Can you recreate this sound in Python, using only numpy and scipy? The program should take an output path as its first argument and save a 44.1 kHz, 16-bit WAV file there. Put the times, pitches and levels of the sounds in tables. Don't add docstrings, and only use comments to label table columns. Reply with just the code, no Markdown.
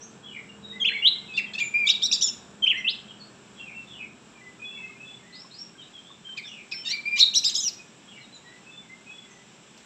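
import sys
import numpy as np
from scipy import signal
from scipy.fft import rfft, irfft
from scipy.io import wavfile
from scipy.ndimage import map_coordinates

SR = 44100
rng = np.random.default_rng(int(sys.argv[2]) if len(sys.argv) > 2 else 0)


def log_audio(samples):
    frames = np.atleast_2d(samples).T
    limited = np.clip(frames, -1, 1)
    pcm = np.round(limited * 32767).astype(np.int16)
    wavfile.write(sys.argv[1], SR, pcm)


N = 434385
TIME = np.arange(N) / SR

# (frequency [Hz], level [dB])
AIR_SPECTRUM = [(15, -55.5), (25, -21.5), (96, -15), (123, -6), (210, -1.5), (306, -8), (366, -6),
                (400, -10), (533, -12.5), (819, -13), (1800, -16.5), (2340, -70.5), (3960, -120)]
# (time [s], level [dB])
AIR_LEVEL = [(0.0, -51.5), (2.47, -50.5), (6.01, -55), (7.41, -53), (9.85, -54.5)]
# (frequency [Hz], level [dB])
HISS_SPECTRUM = [(1000, -26), (1700, -7), (2500, 1), (3600, -2), (4600, -10.5), (5500, -5.5), (6500, -11),
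                 (7500, -0.5), (8200, -6.5), (9100, -10.5), (9800, -23), (11800, -19.5), (15000, -33)]
# (time [s], level [dB])
HISS_LEVEL = [(0, -59), (8.4, -57.5), (9.2, -57), (9.85, -56.5)]

FIRST_ENGINE_HZ, SECOND_ENGINE_HZ = 40.9, 44.5
FIRST_ENGINE_ORDERS = [(1, -22), (2, -13), (3, -11), (4, -13), (5, 0.5), (6, -12), (7, -14), (8, -13.5),
                       (10, -16)]
FIRST_ENGINE_LEVEL = [(0, -60.5), (.7, -51.5), (1.05, -60.5), (1.55, -54), (1.9, -61), (2.6, -54),
                      (3.9, -57), (4.6, -62), (6.2, -70), (7.5, -61), (8.2, -69), (9.85, -68)]
SECOND_ENGINE_ORDERS = [(2, -14.5), (3, -2.5), (4, -2), (5, -0.5), (6, -8), (7, -8), (9, -2)]
SECOND_ENGINE_LEVEL = [(0, -60.5), (3, -59.5), (5, -59.5), (6.5, -62), (9.85, -63)]
WHINE_HZ = 451
WHINE_LEVEL = [(0, -58), (.2, -65), (.48, -67), (.54, -58), (.95, -55.5), (1.03, -68.5), (2.3, -63.5),
               (3.2, -86.5), (9.85, -86)]

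# (delay [s], length [s], drop [share of pitch], accent [dB])
TUMBLE_NOTES = [(0, .055, -0.108, -3.5), (.06, .055, -0.092, -2.5), (.115, .06, -.22, .5)]
# (time [s], time stretch, first, second, third pitch [Hz], level before accents and distance [dB])
TUMBLE_CALLS = [(.228, 0.89, 3410, 3000, 2410, -35.5), (3.558, 0.89, 3387, 2770, 2580, -40),
                (3.87, 1.0, 3600, 3000, 2567, -38.5), (6.442, 0.94, 3510, 3020, 2630, -40.5),
                (8.068, 0.73, 3370, 2880, 2380, -44)]
# (delay [s], length [s], glide [share of pitch], accent [dB])
SEESAW_NOTES = [(0, 0.07, 0.021, 2.5), (.044, 0.11, 0.0028, 4), (.225, 0.118, 0.031, -5)]
# (time [s], time stretch, first, second, third pitch [Hz],
# level before accents and distance [dB])
SEESAW_CALLS = [(4.595, 0.99, 2485, 3420, 2114, -39.5), (4.998, 1.12, 2600, 3460, 1987, -43.5),
                (8.66, 0.97, 2606, 3502, 2083, -47.5), (9.062, 1, 2536, 3397, 1987, -45)]
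# (time [s], length [s], mid pitch [Hz], glide [share of pitch], level before distance [dB])
FAR_WHISTLES = [ (.008, 0.052, 6080, 0.15, -43), (.015, 0.024, 5620, 0.051, -49),
                (0.494, 0.022, 2830, -.018, -40), (.626, 0.13, 3814, -0.058, -36.5),
                (.72, 0.084, 2000, 0.11, -40.5), (0.878, .076, 4160, 0.043, -38),
                (0.905, 0.14, 3394, 0.0054, -37), (1.152, 0.047, 2115, 0.027, -43),
                (1.283, 0.071, 2570, -0.049, -40), (1.337, 0.062, 4840, 0.11, -43.5),
                (1.342, 0.031, 3530, 0.035, -31), (1.45, 0.032, 2016, -0.042, -41),
                (1.468, .04, 3170, -0.066, -41), (2.774, 0.024, 5770, -0.073, -44),
                (3.083, 0.046, 3166, -0.2, -42), (3.2, .04, 4390, -0.1, -44),
                (3.24, .035, 4670, 0.0043, -53), (3.599, 0.041, 2737, 0.014, -34),
                (3.744, 0.06, 2698, -0.016, -35), (3.997, 0.057, 2535, -.03, -36.5),
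                (4.348, .07, 2360, -.05, -50), (4.407, 0.075, 2003, 0.011, -41), (4.956, .04, 2430, 0, -52),
                (5.228, 0.046, 1850, .03, -53), (4.679, 0.24, 2630, -0.045, -39.5),
                (5.328, 0.036, 4230, 0.18, -44), (5.344, 0.038, 3810, 0.1, -46),
                (5.355, 0.026, 4960, 0.06, -43), (5.393, 0.041, 5360, .1, -41),
                (5.51, 0.038, 3850, .09, -49), (5.513, .045, 4250, 0.055, -45),
                (5.54, .045, 4900, .1, -46.5), (5.584, 0.06, 5520, 0.0035, -36),
                (5.781, 0.062, 3094, -0.075, -42.5), (5.822, 0.025, 3780, 0.12, -40.5),
                (5.934, 0.075, 3290, -0.099, -41.5), (6.052, 0.086, 3494, 0.1, -47),
                (6.244, 0.11, 3130, -0.038, -36.5), (6.448, 0.056, 5470, 0.26, -46),
                (6.436, 0.067, 3540, -0.18, -41), (6.47, .1, 2850, -0.24, -42),
                (6.758, 0.15, 3040, -0.12, -44.5), (7.78, 0.048, 2490, -0.029, -45.5),
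                (8.205, 0.029, 4140, -0.036, -50), (8.23, .035, 3800, -0.039, -49.5),
                (8.329, 0.03, 4000, -0.0048, -45.5), (8.362, 0.027, 3770, -.02, -48.5),
                (8.345, 0.037, 6940, -.09, -52), (8.115, 0.11, 2900, 0, -46),
                (8.436, 0.13, 1946, 0.083, -48), (8.463, 0.042, 3960, -0.03, -52),
                (8.894, 0.064, 2080, 0.024, -43.5), (9.305, 0.049, 6250, -0.1, -53)]

# (time [s], ring [Hz], peak level [dB])
HOP_TAPS = [(4.591, 1330, -51), (4.792, 980, -50), (4.898, 1220, -48), (5.446, 1060, -45),
            (5.753, 1590, -48), (6.104, 1105, -44.5), (6.289, 1580, -45), (6.352, 1100, -49),
            (6.454, 1670, -47.5), (6.743, 1590, -45.5)]
# (time [s], level [dB])
TICKS = [(9.777, -46.5)]
# (frequency [Hz], level [dB])
TICK_SPECTRUM = [(800, -13), (3000, 1), (5500, 3.5), (15000, -15)]

# (time [s], length [s], first, last pulse rate [Hz], first, last level [dB])
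BUZZES = [(1.532, .036, 852, 874, -35.5, -43), (1.577, 0.036, 886, 1277, -35.5, -32),
          (1.849, 0.037, 1103, 1450, -50.5, -19), (6.846, .08, 910, 1097, -40, -32.5),
          (7.156, 0.037, 954, 1336, -42, -23)]
# (frequency [Hz], relative level [dB])
THROAT = [(900, -27.5), (1800, -7.5), (2700, 0.5), (3600, 6), (4500, 2.5), (5500, -10), (6500, -8.5),
          (7300, -8.5), (9000, -39), (15000, -19)]
# (time [s], length [s], level [dB])
RASPS = [(1.364, 0.036, -39), (1.589, .025, -53), (2.133, 0.03, -50), (6.369, 0.021, -43),
         (6.713, 0.015, -41), (6.897, 0.025, -39), (7.187, 0.061, -48), (7.439, 0.1, -45.5)]
# (time [s], length [s], start, middle, end pitch [Hz],
# start, middle, end level before the beak [dB], octave relative to the fundamental [dB])
SLURS = [ (0.795, 0.045, 3680, 3217, 3380, -35.5, -20.5, -25.5, -25.5),
         (0.912, 0.069, 1665, 2244, 2035, -26, -27.5, -20, -38),
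         (0.989, 0.033, 2180, 2275, 2220, -30, -33, -36.5, -31),
         (1.373, 0.03, 2680, 2557, 1600, -7.5, -21, -24.5, -25),
         (1.545, 0.019, 2540, 2590, 2620, -31.5, -30.5, -30, -30),
         (1.575, .022, 2610, 2680, 2950, -31.5, -26, -31, -25),
         (1.593, 0.041, 2190, 2432, 2224, -32.5, -21.5, -19, -27.5),
         (1.595, 0.039, 6600, 7080, 7180, -47, -45, -39, -32),
         (1.622, 0.068, 7100, 7090, 7030, -44, -44, -37.5, -28),
         (1.737, 0.13, 2350, 2416, 2270, -16, -22, -20, -31),
         (1.859, 0.028, 3300, 3470, 3920, -32, -17.5, -16, -15),
         (2.619, 0.035, 3250, 3133, 3154, -29, -14.5, -16, -36.5),
         (2.739, 0.07, 1684, 2082, 1960, -28.5, -27, -27.5, -27),
         (6.371, 0.037, 2575, 2330, 1900, -28, -31, -39, -11),
         (6.717, 0.033, 2470, 2433, 1830, -17.5, -32, -31, -4.5),
         (6.71, 0.14, 5470, 5350, 5450, -45, -44, -54, -43),
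         (6.851, 0.037, 3665, 3720, 3700, -33.5, -29, -34, -29),
         (6.856, 0.067, 5400, 5320, 6160, -49.5, -38.5, -38.5, -26),
         (6.902, 0.03, 1918, 2132, 2470, -31.5, -32.5, -39.5, 12),
         (6.924, 0.036, 2250, 2353, 2170, -37, -23.5, -37, -9),
         (7.052, 0.051, 2270, 2399, 2400, -23, -24.5, -31, -19),
         (7.108, 0.0774, 2339, 2400, 2293, -23.5, -23.5, -31, -21)]
# (frequency [Hz], gain [dB])
BEAK = [(1500, -1.5), (2000, -7), (2600, 1), (3900, -6.5), (4400, -2), (5500, 6), (8000, 0.5)]
# (time [s], pitch [Hz], level [dB], level of its octave [dB])
ARCHES = [
    [(.838, 1940, -38.5, -61), (.845, 2232, -34.5, -51), (.851, 2637, -16.5, -46), (.86, 3150, -16, -51),
     (.868, 3444, -27.5, -55), (.876, 3475, -22, -57), (.883, 3105, -15.5, -56), (.892, 2380, -20, -63.5),
     (.901, 1554, -46, -62.5), (.924, 1690, -38, -72)],
    [(2.66, 2142, -38, -55), (2.667, 2536, -20.5, -52), (2.672, 2764, -21.5, -45), (2.68, 3090, -10.5, -56),
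     (2.689, 3343, -28, -60), (2.696, 3400, -32, -62), (2.703, 3180, -15, -57), (2.715, 2597, -17.5, -58),
     (2.724, 2090, -33, -62), (2.738, 1680, -39, -63)],
]
# (time [s], length [s], low, top pitch [Hz], level at the foot, in mid-climb, at the top [dB])
UPSWEEPS = [(1.018, 0.073, 2782, 4016, -21.5, -13.5, -15), (2.842, 0.081, 2584, 5150, -24.5, -16.5, -36)]
# (time [s], pitch [Hz], level [dB], level of its octave [dB])
LOWER_SIDE = [
    [(1.884, 2370, -32, -35), (1.89, 2740, -15.5, -30), (1.894, 3220, -22.5, -32), (1.899, 3840, -13, -45),
     (1.903, 3840, -8, -66), (1.906, 3750, -16.5, -53), (1.91, 3360, -20.5, -47), (1.917, 3030, -41, -48)],
    [(2.019, 2960, -33, -50.5), (2.026, 3530, -23, -47), (2.035, 3670, -18.5, -40), (2.048, 3850, -32, -50),
     (2.058, 3965, -22, -59), (2.063, 3790, -33.5, -38), (2.069, 3260, -39, -46)],
    [(2.111, 2335, -48, -38), (2.116, 2620, -22.5, -22), (2.122, 2970, -45.5, -21),
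     (2.127, 3640, -18.5, -35), (2.132, 3900, -19.5, -45), (2.139, 3400, -36, -26.5),
     (2.147, 3825, -31, -42), (2.16, 3540, -28.5, -37), (2.167, 2920, -48, -49)],
    [(2.208, 2516, -30, -34), (2.214, 2990, -40, -25), (2.218, 3115, -29.5, -31), (2.222, 3630, -24, -35),
     (2.226, 3860, -22, -38), (2.23, 3416, -32, -29.5), (2.245, 3580, -30, -25.5),
     (2.272, 3390, -35.5, -31), (2.282, 3140, -42, -36), (2.291, 2600, -27, -21)],
    [(7.184, 2343, -44, -34.5), (7.192, 2620, -23, -23), (7.198, 3364, -27, -23.5),
     (7.204, 4027, -15, -54.5), (7.211, 4280, -13.5, -60), (7.218, 3630, -12, -33.5),
     (7.224, 4450, -18.5, -58), (7.229, 3810, -9, -43.5), (7.234, 3680, -17.5, -48),
     (7.242, 3940, -13.5, -68.5)],
    [(7.337, 2690, -25, -40.5), (7.344, 3130, -37.5, -31), (7.351, 3440, -30, -32),
     (7.358, 3910, -24, -46.5), (7.366, 3935, -23.5, -41), (7.379, 4220, -22, -40), (7.384, 3670, -33, -49),
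     (7.391, 3000, -47, -39)],
    [(7.437, 2360, -30, -34), (7.444, 3230, -31, -25), (7.45, 3846, -24, -40), (7.457, 3620, -30.5, -31),
     (7.474, 3776, -25, -37.5), (7.486, 4185, -27, -39), (7.492, 3880, -27, -52), (7.498, 3230, -34, -25.5),
     (7.505, 2530, -41, -45)],
    [(7.542, 2570, -51, -31), (7.549, 3405, -32, -33), (7.556, 4050, -32.5, -47), (7.565, 3140, -30, -23),
     (7.572, 3570, -40, -32), (7.585, 3820, -29, -41), (7.594, 3990, -34, -43), (7.606, 3185, -38, -25),
     (7.618, 3490, -43, -43), (7.632, 3550, -40, -32), (7.642, 3110, -42, -28.5), (7.655, 2872, -39, -27),
     (7.674, 2854, -39.5, -19.5), (7.684, 2570, -39, -23), (7.696, 1790, -61, -44)],
]
# (time [s], pitch [Hz], level [dB])
UPPER_SIDE = [
    [(1.866, 4670, -44), (1.88, 4800, -41.5), (1.896, 5350, -28), (1.902, 5830, -27), (1.908, 5250, -27.5),
     (1.914, 4680, -31), (1.926, 4340, -34)],
    [(2.017, 3520, -36), (2.022, 4410, -36), (2.028, 5070, -34), (2.035, 5570, -29), (2.044, 5650, -24),
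     (2.05, 5430, -28.5), (2.057, 5750, -23.5), (2.062, 5320, -28), (2.068, 3900, -36)],
    [(2.121, 2910, -29), (2.126, 4550, -29), (2.13, 5660, -22), (2.134, 5630, -17.5), (2.138, 4680, -23),
     (2.144, 4880, -22.5), (2.152, 5410, -23.5), (2.156, 4800, -29), (2.166, 4500, -32)],
    [(2.213, 2880, -33), (2.218, 4390, -36.5), (2.222, 5350, -24), (2.226, 5960, -17.5), (2.231, 5390, -21),
     (2.248, 5510, -26.5), (2.26, 5110, -34.5), (2.285, 5520, -29), (2.293, 5320, -29), (2.306, 5340, -33)],
    [(7.192, 3500, -31.5), (7.198, 4440, -22), (7.203, 5600, -27.5), (7.207, 5620, -16.5),
     (7.211, 5330, -18), (7.217, 4060, -40)],
    [(7.347, 3140, -24.5), (7.353, 4430, -23), (7.357, 5560, -22), (7.36, 5930, -17.5), (7.365, 5470, -20),
     (7.371, 5400, -23), (7.378, 5840, -16.5), (7.382, 5780, -14.5), (7.389, 4100, -31)],
    [(7.443, 3120, -36.5), (7.448, 4730, -24), (7.452, 5450, -17), (7.458, 4640, -27), (7.467, 5210, -19),
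     (7.474, 4600, -34), (7.486, 5180, -21), (7.493, 4570, -33), (7.5, 3100, -36)],
    [(7.546, 2990, -40), (7.551, 4500, -34), (7.556, 5560, -17.5), (7.56, 5230, -27), (7.565, 4850, -35),
     (7.588, 5130, -26), (7.61, 5260, -40), (7.625, 6050, -41), (7.645, 5940, -29)],
]
# (frequency [Hz], gain [dB])
GAPE = [(1200, -18.5), (2000, -4), (4000, 2), (5500, 1), (7500, 1.5), (8200, 3.5), (9500, -1.5),
        (12500, 1.5), (15000, -2.5)]
# (frequency [Hz], gain [dB])
AIRSTREAM_SPECTRUM = [(1500, -21), (2800, -4.5), (7000, -0.5), (12500, 7), (15000, -3)]
PERCH_CHANGE_S, FACING_DB = 6.5, 21.5
ATTACK_S, RELEASE_S = 0.0097, 0.0064

# (delay [s], gain [dB])
CLOSE_ECHOES = [(.0027, -25.5), (.0062, -9.5), (0.0134, -12), (.05, -22)]
# (delay [s], gain [dB])
WALL_ECHOES = [(.045, -17.5), (.092, -25)]
# (frequency [Hz], gain [dB])
ECHO_COLOUR = [(1500, 9.5), (2400, 6.5), (3200, 2.5), (3900, 4.5), (5600, -5), (7500, 4), (12000, 4.5)]
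# (frequency [Hz], gain [dB])
TONE_COLOUR = [(20, -2.5), (8000, 1.5), (8500, -13), (9500, -14), (12000, -12), (14800, -7), (15700, -23.5)]


def gain_of(db):
    return 10 ** (np.asarray(db) / 20)


def evened(x):
    return x / np.sqrt(np.mean(x ** 2) + 1e-20)


def read(points, hz):
    f, db = np.transpose(points)
    return np.interp(np.log(hz + 1), np.log(f + 1), db)


def level(curve):
    return gain_of(np.interp(TIME, *np.transpose(curve)))


def coloured(x, points):
    gains = gain_of(read(points, np.fft.rfftfreq(len(x), 1 / SR)))
    return irfft(rfft(x) * gains, len(x))


def wander(size, hz):
    knots = rng.standard_normal(int(size * 2 * hz / SR) + 4)
    return map_coordinates(knots, [np.arange(size) * 2 * hz / SR], order=2, mode="nearest")


def add(mix, s, sound):
    part = mix[max(round(s * SR), 0):][:len(sound)]
    part += sound[:len(part)]


def gate(size, attack_s, release_s):
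    t = np.arange(size) / SR
    return np.sin(np.pi / 2 * np.clip(np.minimum(t / attack_s, t[::-1] / release_s), 0, 1)) ** 2


def bend(u, start, middle, end):
    return start * (1 - u) * (1 - 2 * u) + 4 * middle * u * (1 - u) + end * u * (2 * u - 1)


def scatter(x, t60, rise_s):
    t = np.arange(SR) / SR
    taps = rng.choice([-1., 1.], SR) * (rng.random(SR) < 2000 / SR)
    tail = taps * gain_of(-60 * t / t60) * (1 - np.exp(-t / rise_s))
    return signal.fftconvolve(x, tail / np.linalg.norm(tail))[:N]


def open_air(rumble_db=-0.7, swell_db=0.6):
    rumble = evened(coloured(rng.standard_normal(N), AIR_SPECTRUM))
    rumble = rumble * level(AIR_LEVEL) * gain_of(rumble_db)
    hiss = evened(coloured(rng.standard_normal(N), HISS_SPECTRUM))
    hiss = hiss * level(HISS_LEVEL) * gain_of(swell_db * wander(N, 4))
    return rumble + hiss


def engine(firing_hz, orders, drift=.0025, fade_db=2.5, fade_hz=2):
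    phase = 2 * np.pi * np.cumsum(firing_hz * (1 + drift * wander(N, 1.2))) / SR
    hum = np.zeros(N)
    for k, db in orders:
        fading = gain_of(db + fade_db * wander(N, fade_hz))
        hum += fading * np.sin(k * phase + 2 * np.pi * rng.random())
    return evened(hum)


def engines(whine_width_hz=3):
    whine_hz = WHINE_HZ + whine_width_hz * wander(N, 11.0)
    whine = evened(np.sin(2 * np.pi * np.cumsum(whine_hz) / SR))
    first = level(FIRST_ENGINE_LEVEL) * engine(FIRST_ENGINE_HZ, FIRST_ENGINE_ORDERS)
    second = level(SECOND_ENGINE_LEVEL) * engine(SECOND_ENGINE_HZ, SECOND_ENGINE_ORDERS)
    return first + second + level(WHINE_LEVEL) * whine


def far_note(s, hz, db, shimmer_db=2.0):
    loud = gain_of(db + shimmer_db * wander(len(hz), 63)) * signal.windows.tukey(len(hz), .5)
    return s - .006, loud * np.sin(2 * np.pi * np.cumsum(hz) / SR)


def call_notes(figure, calls):
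    notes = []
    for s, stretch, *pitches, db in calls:
        for hz, (delay, length, glide, accent_db) in zip(pitches, figure):
            notes.append((s + stretch * delay, stretch * length, hz, glide, db + accent_db))
    return notes


def tumbles(direct_db=-12, echo_db=-1, waver=0.019):
    out = np.zeros(N)
    for s, length, top_hz, drop, db in call_notes(TUMBLE_NOTES, TUMBLE_CALLS):
        u = np.linspace(0, 1, int(length * SR))
        hz = top_hz * (1 + drop * u ** 2 + waver * wander(len(u), 150))
        add(out, *far_note(s, hz, db))
    return gain_of(direct_db) * out + gain_of(echo_db) * scatter(out, t60=0.32, rise_s=0.0068)


def seesaw_notes(lead_s=.06, fall=.1, lead_db=-4):
    notes = call_notes(SEESAW_NOTES, SEESAW_CALLS)
    closing = notes[len(SEESAW_NOTES) - 1::len(SEESAW_NOTES)]
    slides = [(s - lead_s, lead_s, hz * (1 + fall / 2), -fall, db + lead_db) for s, _, hz, _, db in closing]
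    return notes + slides


def birds_around(direct_db=-5, early_db=-6, late_db=-8, waver=0.0041, sweep_waver=.12):
    out = np.zeros(N)
    for s, length, middle_hz, glide, db in FAR_WHISTLES + seesaw_notes():
        u = np.linspace(-.5, .5, int(length * SR))
        warble = (waver + sweep_waver * abs(glide)) * wander(len(u), 110)
        add(out, *far_note(s, middle_hz * (1 + glide * u + warble), db))
    early = gain_of(early_db) * scatter(out, t60=0.15, rise_s=0.0042)
    late = gain_of(late_db) * scatter(out, t60=0.3, rise_s=0.037)
    return gain_of(direct_db) * out + early + late


def ticks(t60=0.016, rustle_db=-13, rustle_t60=.5):
    out, t = np.zeros(N), np.arange(SR // 8) / SR
    fade = gain_of(-60 * t / t60) + gain_of(rustle_db - 60 * t / rustle_t60)
    for s, db in TICKS:
        noise = evened(coloured(rng.standard_normal(len(t)), TICK_SPECTRUM))
        add(out, s, gain_of(db) * fade * noise)
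    return out


def hops(t60=0.073):
    out, t = np.zeros(N), np.arange(SR // 8) / SR
    for s, hz, db in HOP_TAPS:
        add(out, s, gain_of(db - 60 * t / t60) * np.sin(2 * np.pi * hz * t))
    return out


def buzzes(jitter=0.027, uneven_db=4.5, attack_s=.008, release_s=0.0082):
    out = np.zeros(N)
    k = np.arange(1, 15)[:, None]
    for s, length, first_hz, last_hz, first_db, last_db in BUZZES:
        u = np.linspace(0, 1, int(length * SR))
        hz = (first_hz + (last_hz - first_hz) * u ** 3) * (1 + jitter * wander(len(u), 350))
        swell_db = uneven_db * np.array([wander(len(hz), 59.4) for _ in k])
        cycles = k * np.cumsum(hz) / SR + rng.random(k.shape)
        stack = gain_of(read(THROAT, k * hz) + swell_db) * np.cos(2 * np.pi * cycles)
        loud = gate(len(u), attack_s, release_s) * gain_of(first_db + (last_db - first_db) * u)
        add(out, s, loud * evened(stack.sum(0)))
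    return out


def rasps():
    out = np.zeros(N)
    for s, length, db in RASPS:
        burst = evened(coloured(rng.standard_normal(int(length * SR)), THROAT))
        add(out, s, gain_of(db) * burst * signal.windows.tukey(len(burst), .4))
    return out


def whistle(hz, db, octave_db, jitter, shimmer_db, flutter_hz=300, overtones_db=-30):
    phase = 2 * np.pi * np.cumsum(hz * (1 + jitter * wander(len(hz), flutter_hz))) / SR
    tone = np.sin(phase) + gain_of(octave_db) * np.sin(2 * phase)
    for k in range(3, 7):
        audible = k * hz < SR / 2
        tone += gain_of(octave_db / 2 + overtones_db) * np.sin(k * phase) * audible
    return tone * gain_of(db + shimmer_db * wander(len(hz), flutter_hz))


def slurs():
    out = np.zeros(N)
    for s, length, *shape, octave_db in SLURS:
        u = np.linspace(0, 1, int(length * SR))
        hz, db = bend(u, *shape[:3]), bend(u, *shape[3:])
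        tone = whistle(hz, db + read(BEAK, hz), octave_db, jitter=0.0019, shimmer_db=1.0)
        add(out, s, gate(len(u), ATTACK_S, RELEASE_S) * tone)
    return out


def upsweeps(octave_db=-42, creep=.2, climb_from=.2, climb_to=0.88):
    out = np.zeros(N)
    for s, length, low_hz, top_hz, *levels_db in UPSWEEPS:
        u = np.linspace(0, 1, int(length * SR))
        climb = np.sin(np.pi / 2 * np.clip((u - climb_from) / (climb_to - climb_from), 0, 1)) ** 3
        hz = low_hz * (top_hz / low_hz) ** (climb + creep * (u - climb))
        db = np.interp(climb, [0, .35, 1], levels_db)
        tone = whistle(hz, db, octave_db, jitter=0.0026, shimmer_db=2.5)
        add(out, s, gate(len(u), ATTACK_S, RELEASE_S) * tone)
    return out


def syrinx_side(points, octave_db=-22, edge_s=0.0021, jitter=0.0084, shimmer_db=2.0, overtones_db=-40):
    s, hz, db, *octave = np.transpose(points)
    t = np.arange(s[0], s[-1], 1 / SR)
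    loud_db = np.interp(t, s, db)
    if octave:
        octave_db = np.interp(t, s, octave[0]) - loud_db
    overtones_db = overtones_db + FACING_DB * (s[0] > PERCH_CHANGE_S)
    tone = whistle(np.interp(t, s, hz), loud_db, octave_db, jitter, shimmer_db, overtones_db=overtones_db)
    return s[0], gate(len(t), edge_s, edge_s) * tone


def arches():
    out = np.zeros(N)
    for points in ARCHES:
        add(out, *syrinx_side(points, edge_s=0.0049, jitter=0.0032, shimmer_db=1.5, overtones_db=-34.5))
    return out


def twitters(coupling=0.27, airstream_db=-22):
    low, high = np.zeros((2, N))
    for side, curves in (low, LOWER_SIDE), (high, UPPER_SIDE):
        for points in curves:
            add(side, *syrinx_side(points))
    both = np.sqrt(abs(low * high))
    airstream = gain_of(airstream_db) * both * coloured(rng.standard_normal(N), AIRSTREAM_SPECTRUM)
    modulation = 2 * coupling * low * high
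    return coloured(low + high + modulation + airstream, GAPE)


def robin(breath_db=-36, breath_hz=900, near_db=-13, field_db=-25):
    breath = 1 + gain_of(breath_db) * wander(N, breath_hz)
    song = (slurs() + arches() + upsweeps() + twitters()) * breath + buzzes() + rasps()
    thrown = coloured(song, ECHO_COLOUR)
    near = gain_of(near_db) * scatter(thrown, t60=0.14, rise_s=0.019)
    field = gain_of(field_db) * scatter(thrown, t60=0.64, rise_s=0.13)
    out = song + near + field
    for delay, db in CLOSE_ECHOES:
        add(out, delay, gain_of(db) * song)
    for delay, db in WALL_ECHOES:
        add(out, delay, gain_of(db) * scatter(thrown, t60=0.15, rise_s=.005))
    return out


def scene():
    countryside = open_air() + engines() + tumbles() + birds_around()
    return (countryside + ticks() + hops() + robin())[None]


def record(dry, edge_hz=15700):
    dull = coloured(dry[0], TONE_COLOUR)
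    low_pass = signal.firwin(1023, edge_hz, window=("kaiser", 9), fs=SR)
    return signal.oaconvolve(dull, low_pass, "same")[None]


dry = scene()
out = record(dry)
log_audio(out)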